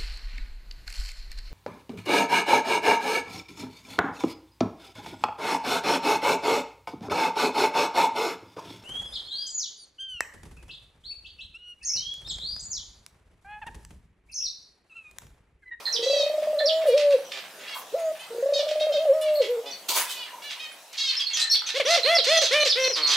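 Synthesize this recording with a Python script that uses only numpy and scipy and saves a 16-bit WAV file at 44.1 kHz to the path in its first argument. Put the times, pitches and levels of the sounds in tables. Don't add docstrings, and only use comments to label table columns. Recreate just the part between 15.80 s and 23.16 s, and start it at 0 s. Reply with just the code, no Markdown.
import sys
import numpy as np
from scipy import signal
from scipy.io import wavfile
from scipy.ndimage import uniform_filter1d

SR = 44100
rng = np.random.default_rng(int(sys.argv[2]) if len(sys.argv) > 2 else 0)


def to_wav(sig):
    pcm = np.clip(np.atleast_2d(sig), -1, 1) * 32767
    pcm = np.round(pcm).astype(np.int16)
    wavfile.write(sys.argv[1], SR, pcm.T)


def level_to_linear(level):
    exponent = np.asarray(level, float) / 20
    return 10 ** exponent


N = 324576

# (frequency [Hz], left-right likeness [0-1])
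LIKENESS = [(60, 0.94), (240, 0.99), (950, 0.95), (3770, 0.58), (15000, 0.69)]


def evened(x):
    return x / np.sqrt(np.mean(x ** 2) + 1e-20)


def read(points, hz):
    f, value = np.transpose(points)
    return np.interp(np.log(hz + 1), np.log(f + 1), value)


def unroll(rows):
    s, *columns = np.transpose(rows)
    t = np.arange(s[0], s[-1], 1 / SR)
    return [t] + [np.interp(t, s, c) for c in columns]


def add(mix, s, sound):
    part = mix[..., round(s * SR):][..., :sound.shape[-1]]
    part += sound[..., :part.shape[-1]]


def filtered(x, order, hz, kind="low"):
    return signal.sosfilt(signal.butter(order, hz, kind, fs=SR, output="sos"), x)


def resonate(x, hz, width):
    turn = np.exp(2j * np.pi * np.cumsum(hz * np.ones(len(x))) / SR)
    r = np.exp(-np.pi * width / SR)
    return 2 * (turn * signal.lfilter([1 - r], [1, -r], x / turn + 1e-18)).real


def resonate_twice(x, hz, width):
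    return resonate(resonate(x, hz, width), hz, width)


def wobble(size, span):
    once = uniform_filter1d(rng.standard_normal(size), int(span))
    return evened(uniform_filter1d(once, int(span)))


def swell(length, rise, fall):
    t = np.arange(round(length * SR)) / SR
    return np.sin(np.pi / 2 * np.clip(np.minimum(t / rise, (length - t) / fall), 0, 1)) ** 2


def bump(t, s, before, after):
    return np.cos(np.pi / 2 * np.clip((t - s) / np.where(t < s, before, after), -1, 1)) ** 2


def widened(left, other, hz):
    same = np.clip(read(LIKENESS, hz), -1, 1)[:, None]
    return np.array([left, same * left + np.sqrt(1 - same ** 2) * other])


def noise(spectrum, patchy_db):
    frames, hz = N // 256 + 5, np.fft.rfftfreq(1024, 1 / SR)
    a, b, c, d, patches = rng.standard_normal((frames, 513, 5)).T
    patches = evened(uniform_filter1d(uniform_filter1d(patches, 12, 0), 14, 1))
    z = widened(a + 1j * b, c + 1j * d, hz)
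    z = z * level_to_linear(read(spectrum, hz)[:, None] + patchy_db * patches)
    x = signal.istft(z, nperseg=1024, noverlap=768)[1][:, :N]
    return x / np.std(filtered(x, 4, [8000, 14000], "band"))


def air():
    # (frequency [Hz], level [dB])
    colour = [(18, -85), (30, -58), (141, -10.5), (353, -8), (612, 2), (1150, -2), (1310, -2), (1490, -2.5),
              (3280, -2.5), (15800, -13.5)]
    # (time [s], hiss level [dB], extra gain of the low hum [dB])
    ride = [(0, -56, 6), (4.4, -56, 3), (5.0, -58, -2), (5.149, -59, -3), (5.5, -64, 2), (5.9, -62, 3),
            (6.1, -55, 0), (7.36, -58, 2)]
    s, db, hum_db = np.transpose(ride)
    t, x = np.arange(N) / SR, noise(colour, patchy_db=2.5)
    hum = signal.sosfiltfilt(signal.butter(2, 900, fs=SR, output="sos"), x)
    return level_to_linear(np.interp(t, s, db)) * (x - hum + level_to_linear(np.interp(t, s, hum_db)) * hum)


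def finch(s, length, hz, end_hz, db, beak_hz, end_beak_hz, rough):
    shape = swell(length, (0.022 + 0.41 * rough) * length, (0.17 + 0.42 * rough) * length)
    size = len(shape)
    u = np.linspace(0, 1, size)
    arch = 1.01 - 0.076 * np.exp(-u * length / 0.01303) - 0.0755 * u ** 3
    scatter = 1 + 0.249 * rough * rough * wobble(size, 30) + 0.004 * wobble(size, 500)
    turns = np.cumsum((hz + (end_hz - hz) * u) * arch * scatter) / SR

    k = np.arange(2, 26)[:, None]
    start_db, end_db, phase = rng.standard_normal((3,) + k.shape)
    weak_low = np.minimum(k * hz / 2400, 1) ** 1.12
    drift_db = 1.4 * (start_db + (end_db - start_db) * u)
    waxing_db = 2.5 * np.sin(k * 3 + 7 * phase + 60 * length * u)
    overtones = weak_low * level_to_linear(drift_db + waxing_db) * np.cos(2 * np.pi * (k * turns + phase))

    breath = rough * rng.standard_normal(size) * level_to_linear(4.5 * wobble(size, 140))
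    breathier_ends = 1 + 1.5 * u * u + 1.5 * (1 - u) ** 6
    drive = (1 - rough) * evened(overtones.sum(0)) + breath * breathier_ends

    centre_hz = beak_hz + (end_beak_hz - beak_hz) * u
    beak = resonate(drive, centre_hz * 0.94, 1200 + 2000 * rough)
    beak = resonate(beak, centre_hz * 1.06, 1500 + 4400 * rough)
    beak = beak + 0.22 * resonate_twice(drive, 1.4 * centre_hz, 900)
    beak = filtered(beak, 4, 6600)
    hiss = level_to_linear(-20) * resonate(resonate(breath, 7300, 5500), 8000, 7000)
    return level_to_linear(db) * evened(hiss + beak) * shape


def hoarse_calls():
    # (start [s], length [s], level [dB], extra opening of the beak [dB])
    rasps = [(0, 0.013, -45, 0), (.612, 0.04, -47, 0), (1.004, 0.078, -45.5, 0), (1.163, 0.068, -33.5, -3),
             (1.302, 0.038, -39.5, 2), (1.504, .11, -40, 0), (1.632, 0.039, -47.5, 0),
             (1.779, 0.15, -47.5, 0), (2.178, .054, -50, 0), (2.347, 0.04, -51, 0),
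             (2.873, 0.069, -40.5, 4), (3.606, .06, -37, 0), (4.452, 0.039, -47, 0),
             (4.695, 0.049, -38.5, 0), (4.891, 0.05, -53.5, 0), (5.129, 0.04, -44, 6),
             (5.165, .06, -38, 12), (5.296, 0.084, -37.5, -2), (5.385, .05, -38, 5), (5.488, 0.087, -42, 3),
             (5.557, 0.077, -30, 3), (5.738, .029, -36.5, 0), (5.857, 0.059, -31.5, 0),
             (5.941, 0.057, -30.5, 0), (6.06, .13, -27, 0), (6.436, 0.031, -29, 0), (6.604, .079, -26.5, 0),
             (6.711, 0.04, -29.5, 0), (6.845, 0.049, -26, 0), (7.152, 0.041, -31, 0),
             (7.258, .12, -26.5, 0)]
    quiet_db, quiet_beak_hz, beak_hz_per_db = -39, 2925, 106
    out = np.zeros((2, N))
    for (s, length, db, open_db), hz in zip(rasps, rng.uniform(520, 680, len(rasps))):
        beak_hz = quiet_beak_hz + beak_hz_per_db * (db + open_db - quiet_db)
        call = finch(s, length, hz, 0.93 * hz, db, 1.08 * beak_hz, 0.9 * beak_hz, rough=0.47)
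        add(out, s, call * level_to_linear([[-1.2], [1.2]]))
    return out


def whistle(length, hz, end_hz, db, pan_db):
    shape = swell(length, 0.008, 0.004)
    size = len(shape)
    glide = np.linspace(0, 1, size) ** 1.7
    glide = glide + 0.05 * wobble(size, 90)
    turns = np.cumsum((hz + (end_hz - hz) * glide) * (1 + 0.02 * wobble(size, 40))) / SR
    third = level_to_linear(-4) * (hz < 5000) * np.sin(6 * np.pi * turns)
    overtones = level_to_linear(max(9 * db + 160, -31)) * (np.sin(4 * np.pi * turns) + third)
    tone = np.sin(2 * np.pi * turns) + overtones
    flutter = level_to_linear(2.2 * wobble(size, 30) + 2.5 * wobble(size, 150))
    return level_to_linear(db - 2) * shape * flutter * tone * level_to_linear([[pan_db / 2], [-pan_db / 2]])


def parakeet():
    # (start [s], length [s], first pitch [Hz], level [dB], left minus right [dB])
    ups = [(.784, .028, 4076, -27.5, -5), (.794, 0.019, 1760, -33.5, -4), (3.33, 0.015, 5400, -47.5, 1.5),
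           (5.457, 0.033, 4270, -29.5, -6), (5.693, 0.04, 5450, -23.5, 2.5), (5.527, .06, 3300, -32, 0),
           (5.53, .03, 6700, -36, 0), (6.585, .02, 3300, -27, 0), (6.66, .03, 3350, -29, -3),
           (.893, .03, 2950, -33, -3), (.786, .025, 3450, -40, -3), (5.708, 0.052, 4283, -20, -3),
           (6.106, 0.04, 4160, -30, -2), (6.228, 0.039, 4120, -21.5, -7), (6.631, 0.015, 6100, -23, -2.5)]
    # (start [s], length [s], first pitch [Hz], level [dB], left minus right [dB])
    downs = [(.052, 0.042, 4205, -28, -4.5), (5.4, .03, 4900, -33, 0), (5.392, 0.026, 3385, -26, -1.5),
             (.064, .017, 1885, -32.5, -7), (1.441, .032, 5880, -51, -3), (2.173, 0.11, 6680, -58, 5),
             (3.549, .058, 4300, -39.5, 1), (3.907, 0.013, 5950, -34, -4), (3.916, 0.031, 4510, -39, 5),
             (5.362, 0.024, 5400, -27.5, 0), (5.532, 0.032, 6050, -28, -3), (5.28, .04, 4330, -28, -2),
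             (5.312, .025, 4700, -34, 0), (6.1, .03, 6150, -30, 0), (6.05, .03, 5850, -33, 0),
             (5.86, .02, 6200, -32, 0), (.16, .03, 3150, -34, -3), (7.27, .06, 6000, -32, -2),
             (.91, .09, 7200, -56, 0), (5.559, .13, 1847, -42, -2.5), (5.61, 0.022, 4130, -23.5, 2),
             (6.055, 0.016, 3450, -25, -6), (6.571, 0.013, 6080, -21.5, -5), (6.8, 0.048, 4190, -25.5, -8),
             (6.799, 0.027, 6160, -28.5, -5), (7.035, 0.021, 4300, -22.5, -1),
             (7.213, 0.072, 4367, -25.5, -2), (7.296, 0.063, 3350, -30, -5)]
    # (start [s], length [s], first pitch [Hz], level [dB], left minus right [dB])
    sweeps = [
        (0.122, 0.048, 5950, -26.5, -3.5),
        (.853, 0.048, 5450, -24.5, -3),
        (5.715, 0.053, 5430, -26.5, -1),
        (6.344, 0.064, 5380, -21.5, -4),
        (6.89, .045, 5480, -21.5, -1.5),
        (7.124, 0.072, 5200, -29, -2),
    ]
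    out = np.zeros((2, N))
    for rows, bend in (ups, 1.034), (downs, 0.97):
        for s, length, hz, db, pan_db in rows:
            add(out, s, whistle(length, hz, bend * hz, db, pan_db))
    for s, length, hz, db, pan_db in sweeps:
        add(out, s, whistle(length, hz, 2955, db, pan_db))
    return out


def coo(hz, db):
    # (multiple of the pitch, level [dB])
    shut_beak = [(2, -52.5), (3, -57)]
    turns = np.cumsum(hz) / SR + rng.random()
    leak = sum(level_to_linear(k_db + 0.16 * (db + 7)) * np.sin(2 * np.pi * k * turns) for k, k_db in shut_beak)
    return np.sqrt(2) * (level_to_linear(db) * np.sin(2 * np.pi * turns) + leak)


def trills():
    rolls = [
        [.15, .188, .229, .265, .299, .334, .365, .399, .433, .465, .5, .541, .582, .626, .674],
        [2.506, 2.548, 2.584, 2.628, 2.66, 2.691, 2.725, 2.758, 2.794, 2.83, 2.869, 2.915, 2.958, 3.011],
    ]
    # (age [s], pitch [Hz], peak level [dB])
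    filling = [(0, 456, -33.5), (.08, 471, -25.5), (0.119, 533, -19), (.185, 568, -17.5), (.25, 568, -18.5),
               (.36, 599, -20.5), (.52, 604, -19)]
    longest, rise, fall = 0.06, 0.0056, 0.018
    hoarse_db, hoarse_s = 3, 0.1
    out = np.zeros(N)
    age, climb_hz, climb_db = np.transpose(filling)
    for onsets in rolls:
        for s, gap in zip(onsets, np.diff(onsets, append=9)):
            since = s - onsets[0]
            hz, db = np.interp(since, age, climb_hz), np.interp(since, age, climb_db)
            shape = swell(min(gap, longest), rise, fall)
            t = np.arange(len(shape)) / SR
            flutter_db = hoarse_db * np.exp(-(since / hoarse_s) ** 2) * wobble(len(t), 220)
            db = db + 3 * np.exp(-t / 0.012) + 0.7 * wobble(len(t), 300) + flutter_db
            pitch = hz * (1 + 0.06 * np.exp(-t / 0.0046) + 0.24 * t)
            add(out, s - 0.004, shape * coo(pitch, db - 4.2))
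    return out


def nasal_calls():
    # (start [s], length [s], first pitch [Hz], last pitch [Hz], level [dB])
    beeps = [(0.215, .25, 662, 649.2, -33), (.449, 0.038, 641, 665, -42.5), (1.066, 0.086, 487, 483.4, -42),
             (1.871, 0.09, 570, 556, -42.5), (2.39, 0.069, 516, 526, -48), (2.732, .09, 655, 580, -34),
             (2.997, 0.046, 544, 550, -36.5), (3.12, 0.064, 543, 534.4, -37.5),
             (3.409, 0.097, 600.6, 554, -43), (3.856, 0.0626, 511, 512, -44),
             (4.267, .086, 514, 513, -45.5), (4.353, 0.11, 503.4, 483.4, -42.5),
             (4.615, 0.12, 582, 569, -43.5), (4.792, 0.086, 636, 632, -41.5), (5.172, .16, 554, 528, -31.5),
             (6.461, .15, 697, 728.5, -28.5)]
    # (first frequency [Hz], last frequency [Hz])
    beaks = [(4000, 4000), (3000, 2500), (3500, 2500), (3000, 2800), (2800, 2600), (4500, 3300),
             (3200, 3400), (3500, 3300), (3000, 2500), (3500, 3300), (3200, 3000), (3300, 3000),
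             (2700, 2900), (2800, 2800), (4200, 3500), (4500, 4000)]
    out = np.zeros((2, N))
    for row, beak in zip(beeps, beaks):
        add(out, row[0], finch(*row, *beak, rough=0.15) * level_to_linear([[-0.7], [0.7]]))
    return out


def note(s, length, hz, end_hz, effort_db):
    # (time [s], lowest pitch [Hz], fall [s], recovery [s], swell [dB])
    gulps = [(.77, 577, 0.033, 0.034, -3.5), (0.851, 556, 0.043, 0.038, -2), (1.046, 585, 0.016, .004, -5),
             (1.116, 459.5, 0.056, 0.057, 2.5), (1.4, 395, .075, .01, 6), (2.13, 428, 0.0098, 0.037, -7),
             (3.11, 575, 0.026, 0.029, -0.5), (3.18, 568, .04, 0.029, 2.5),
             (3.309, 536.3, 0.064, 0.044, 1.5), (3.571, 583, 0.013, .012, -4.5),
             (3.655, 395, .075, 0.058, 1), (3.775, 436, 0.019, 0.014, 2.5)]
    # (pitch [Hz], gain [dB])
    crop_gain = [(400, -15), (460, -2.5), (530, 8.5), (570, 3.5), (600, 5.5), (625, -1.5), (650, 0),
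                 (672, -4)]
    push_db, push_s = 8, 0.0051
    swell_lead, swell_s = 0.12, 0.0095
    t = s + np.arange(round(length * SR)) / SR
    pitch = np.linspace(hz, end_hz, len(t))
    db = effort_db + push_db * np.exp((s - t) / push_s)
    for low_s, low_hz, fall, recovery, swell_db in gulps:
        pitch = pitch + (low_hz - pitch) * bump(t, low_s, fall, recovery)
        db = db + swell_db * np.exp(-((t - low_s + swell_lead * fall) / swell_s) ** 2)
    db = uniform_filter1d(db + read(crop_gain, pitch), 200)
    closing = 0.006 * (650 / end_hz) ** 5
    return coo(pitch, db) * swell(length, 0.0046, closing)


def held_notes():
    # (start [s], length [s], first pitch [Hz], last pitch [Hz], effort [dB])
    holds = [
        (0.729, 0.075, 620, 627, -26.5),
        (0.807, 0.24, 632, 650, -25),
        (1.053, 0.32, 621, 556, -22),
        (2.126, .198, 697, 617, -26.5),
        (3.066, 0.06, 613, 660, -25),
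        (3.138, 0.11, 626, 651, -26.5),
        (3.252, .405, 649, 588.2, -23.5),
        (3.656, 0.163, 504.3, 468, -26),
    ]
    out = np.zeros(N)
    for row in holds:
        add(out, row[0], note(*row))
    return out


def feathers():
    # (start [s], length [s], centre [Hz], width [Hz], level [dB])
    hisses = [(1.938, 0.092, 13000, 8600, -47.5), (1.95, 0.033, 930, 570, -39),
              (2.19, 0.021, 9000, 4000, -54), (2.393, 0.032, 9450, 3600, -54.5),
              (3.409, 0.034, 9500, 3500, -45), (3.53, 0.072, 13600, 2500, -50.5),
              (3.7, .024, 13000, 2700, -54), (4.16, 0.075, 1600, 1800, -36), (4.917, 0.026, 9800, 800, -56),
              (5.591, 0.065, 7400, 2300, -38), (1.06, .06, 9500, 4500, -49), (1.06, .05, 14000, 3000, -55),
              (5.128, .012, 5000, 5000, -45), (5.82, 0.0049, 1200, 3060, -35.5),
              (6.984, 0.18, 5730, 470, -35.5)]
    out = np.zeros((2, N))
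    for s, length, hz, width, db in hisses:
        shape = swell(length, 0.15 * length, 0.5 * length)
        burst = evened(resonate_twice(rng.standard_normal(len(shape)), hz, width))
        add(out, s, level_to_linear(db) * shape * burst)
    return out


def creak(rate, upper_db):
    turns = np.cumsum(rate * (1 + 0.015 * wobble(len(rate), 200))) / SR
    snaps = np.diff(np.floor(turns), prepend=0) * level_to_linear(0.88 * rng.standard_normal(len(rate)))
    crop = resonate(resonate(snaps, 540, 430), 510, 480)
    pipe = level_to_linear(upper_db) * (resonate(snaps, 1150, 300) + 0.5 * resonate(snaps, 2050, 600))
    return evened(filtered(crop + pipe, 3, [260, 4500], "band"))


def indrawn_creaks():
    # (time [s], pulse rate [1/s], level [dB], windpipe level [dB])
    breaths = [
        [(1.38, 117, -33, -20), (1.42, 147, -69, -28), (1.6, 130, -46, -20)],
        [(3.83, 138, -53, -30), (3.87, 139, -40.5, -23), (3.95, 138, -57.5, -23), (4.06, 120, -71, -11)],
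        [(7.155, 210, -40, 8), (7.18, 157, -27.5, 10), (7.24, 148, -25.5, 2.5), (7.3, 143, -38, 20.5),
         (7.36, 147, -34, 15)],
    ]
    out = np.zeros(N)
    for rows in breaths:
        t, rate, db, upper_db = unroll(rows)
        add(out, t[0], level_to_linear(db) * creak(rate, upper_db))
    return out


def wing():
    # (peak [s], rise [s], rustle level [dB], wire ring level [dB])
    strokes = [
        (4.093, .012, -29, -56),
        (4.112, 0.022, -33.5, -25),
        (4.181, .06, -27, -24),
        (4.225, 0.048, -48, -27.5),
        (4.315, .04, -38.5, -51),
        (4.42, 0.17, -64, -41),
        (4.58, 0.15, -64, -36.5),
        (4.65, .05, -53.5, -70),
        (4.77, 0.021, -64, -41),
    ]
    # (frequency [Hz], level [dB])
    scrape = [(180, -52), (300, -20.5), (756, -15.5), (1600, -21), (3000, -10.5), (9000, -13.5),
              (15500, -17.5)]
    # (frequency [Hz], width [Hz], level [dB])
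    wire = [(969, 130, -8.5), (7200, 200, -15)]
    s, rise, rustle_db, ring_db = np.transpose(strokes)[..., None]
    t = np.arange(s.min() - rise[0, 0], s.max() + 0.15, 1 / SR)
    build, since = bump(t, s, rise, np.inf), np.maximum(t - s, 0)
    rustle = np.linalg.norm(build * level_to_linear(rustle_db - 192 * since), axis=0)
    ring = np.linalg.norm(build * level_to_linear(ring_db - 214 * since), axis=0)
    grain = level_to_linear(1.15 * wobble(len(t), 60))
    shake = rng.standard_normal(len(t))
    low, high = (level_to_linear(db) * evened(resonate_twice(shake, hz, width)) for hz, width, db in wire)
    feather_noise = noise(scrape, patchy_db=2.2)[:, :len(t)]
    out = np.zeros((2, N))
    add(out, t[0], rustle * grain * feather_noise + ring * low + rustle * high)
    return out


def laugh(hz, bright_db):
    # (frequency [Hz], level [dB])
    throat = [(950, -19), (1300, -12), (1600, -15), (2050, -4), (2600, -7), (3300, -6), (4000, -19),
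              (6400, -25), (7500, -32), (10500, -33), (15500, -44)]
    turns = np.cumsum(hz * (1 + 0.008 * wobble(len(hz), 60))) / SR
    k = np.arange(2, int(15500 / hz.max()))[:, None]
    start_db, end_db = rng.standard_normal((2,) + k.shape) * np.minimum(1.16 * k, 2.6)
    drift_db = start_db + (end_db - start_db) * np.linspace(0, 1, len(hz))
    upper = level_to_linear(read(throat, k * hz) + bright_db + drift_db) * np.cos(2 * np.pi * k * turns + 0.43 * k * k)
    puffs = level_to_linear(2.5 * wobble(len(hz), 25))
    return np.sqrt(2) * (np.cos(2 * np.pi * turns) + puffs * upper.sum(0))


def syllable(length, top_hz, db):
    start_hz, climb_hz_per_s, sag = 435, 3600, 0.024
    soft_db, soft_s, kick_db, kick_s = -12, 0.016, 5, 0.0041
    t = np.arange(round(length * SR)) / SR
    scoop = np.maximum(1 - t * climb_hz_per_s / (top_hz - start_hz + 60), 0) ** 2
    hz = (top_hz - (top_hz - start_hz) * scoop) * (1 - sag * (t / length) ** 3)
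    level_db = db + soft_db * np.exp(-t / soft_s) + kick_db * np.exp((t - length) / kick_s)
    return level_to_linear(level_db) * laugh(hz, -1.5) * swell(length, 0.0049, 0.0046)


def laughing_call():
    # (start [s], length [s], top pitch [Hz], level [dB])
    laughs = [
        (5.94, 0.044, 594, -28),
        (6.047, 0.12, 695.5, -23),
        (6.244, 0.13, 686, -22),
        (6.464, 0.13, 663, -22),
        (6.706, 0.1316, 605.4, -22.5),
        (6.954, 0.13, 525.7, -26),
    ]
    # (start [s], peak level [dB], first pitch [Hz])
    hiccups = [
        (6, -14.5, 596),
        (6.176, -18, 574),
        (6.385, -19, 570),
        (6.62, -16, 596),
        (6.858, -17.5, 561),
        (7.102, -22, 535),
    ]
    out = np.zeros(N)
    for s, *rest in laughs:
        add(out, s, syllable(*rest))
    for s, db, hz in hiccups:
        shape = swell(0.041, 0.00436, 0.053)
        falling_hz = hz * np.linspace(1.06, 0.64, len(shape))
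        add(out, s - 0.003, level_to_linear(db - 4) * shape * laugh(falling_hz, -3))
    return out


def room(x, near_s):
    # (frequency [Hz], time to fall 60 dB [s])
    decay = [(300, 0.31), (1000, 0.39), (4000, 0.32), (10000, 0.17)]
    taps = np.zeros((2, SR // 2))
    at = np.arange(round(near_s * SR), SR // 2 - 20, 20)
    at = at + rng.integers(0, 20, (2, len(at)))
    np.put_along_axis(taps, at, rng.choice([-1., 1.], at.shape), 1)
    hz, t, z = signal.stft(taps, SR, nperseg=256)
    z = widened(z[0], z[1], hz) * level_to_linear(-60 * t / read(decay, hz)[:, None])
    tail = signal.istft(z, SR, nperseg=256)[1]
    return signal.fftconvolve(x, tail / np.linalg.norm(tail[0]), axes=1)[:, :N]


def scene():
    near = (trills() + held_notes() + indrawn_creaks() + laughing_call())[None]
    flock = hoarse_calls() + parakeet() + nasal_calls() + feathers()
    far = filtered(flock, 3, 900, "high")
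    dove_mix = near + level_to_linear(-13) * room(near, near_s=0.0043)
    flock_mix = level_to_linear(3) * far + level_to_linear(2) * room(far, near_s=0.003)
    return dove_mix + flock_mix + wing() + air()


def low_pass(x):
    return signal.sosfilt(signal.butter(12, 16510, fs=SR, output="sos"), x)


def record(dry):
    thin = filtered(dry, 2, 150, "high")
    pressure = resonate(dry.mean(0), 580, 500) ** 2
    thin = thin + level_to_linear(-27) * resonate(resonate(pressure, 78, 40), 75, 70)
    thin = signal.oaconvolve(thin, signal.firwin(255, 15750, fs=SR)[None], "same")
    return low_pass(thin)


dry = scene()
out = record(dry)
to_wav(out)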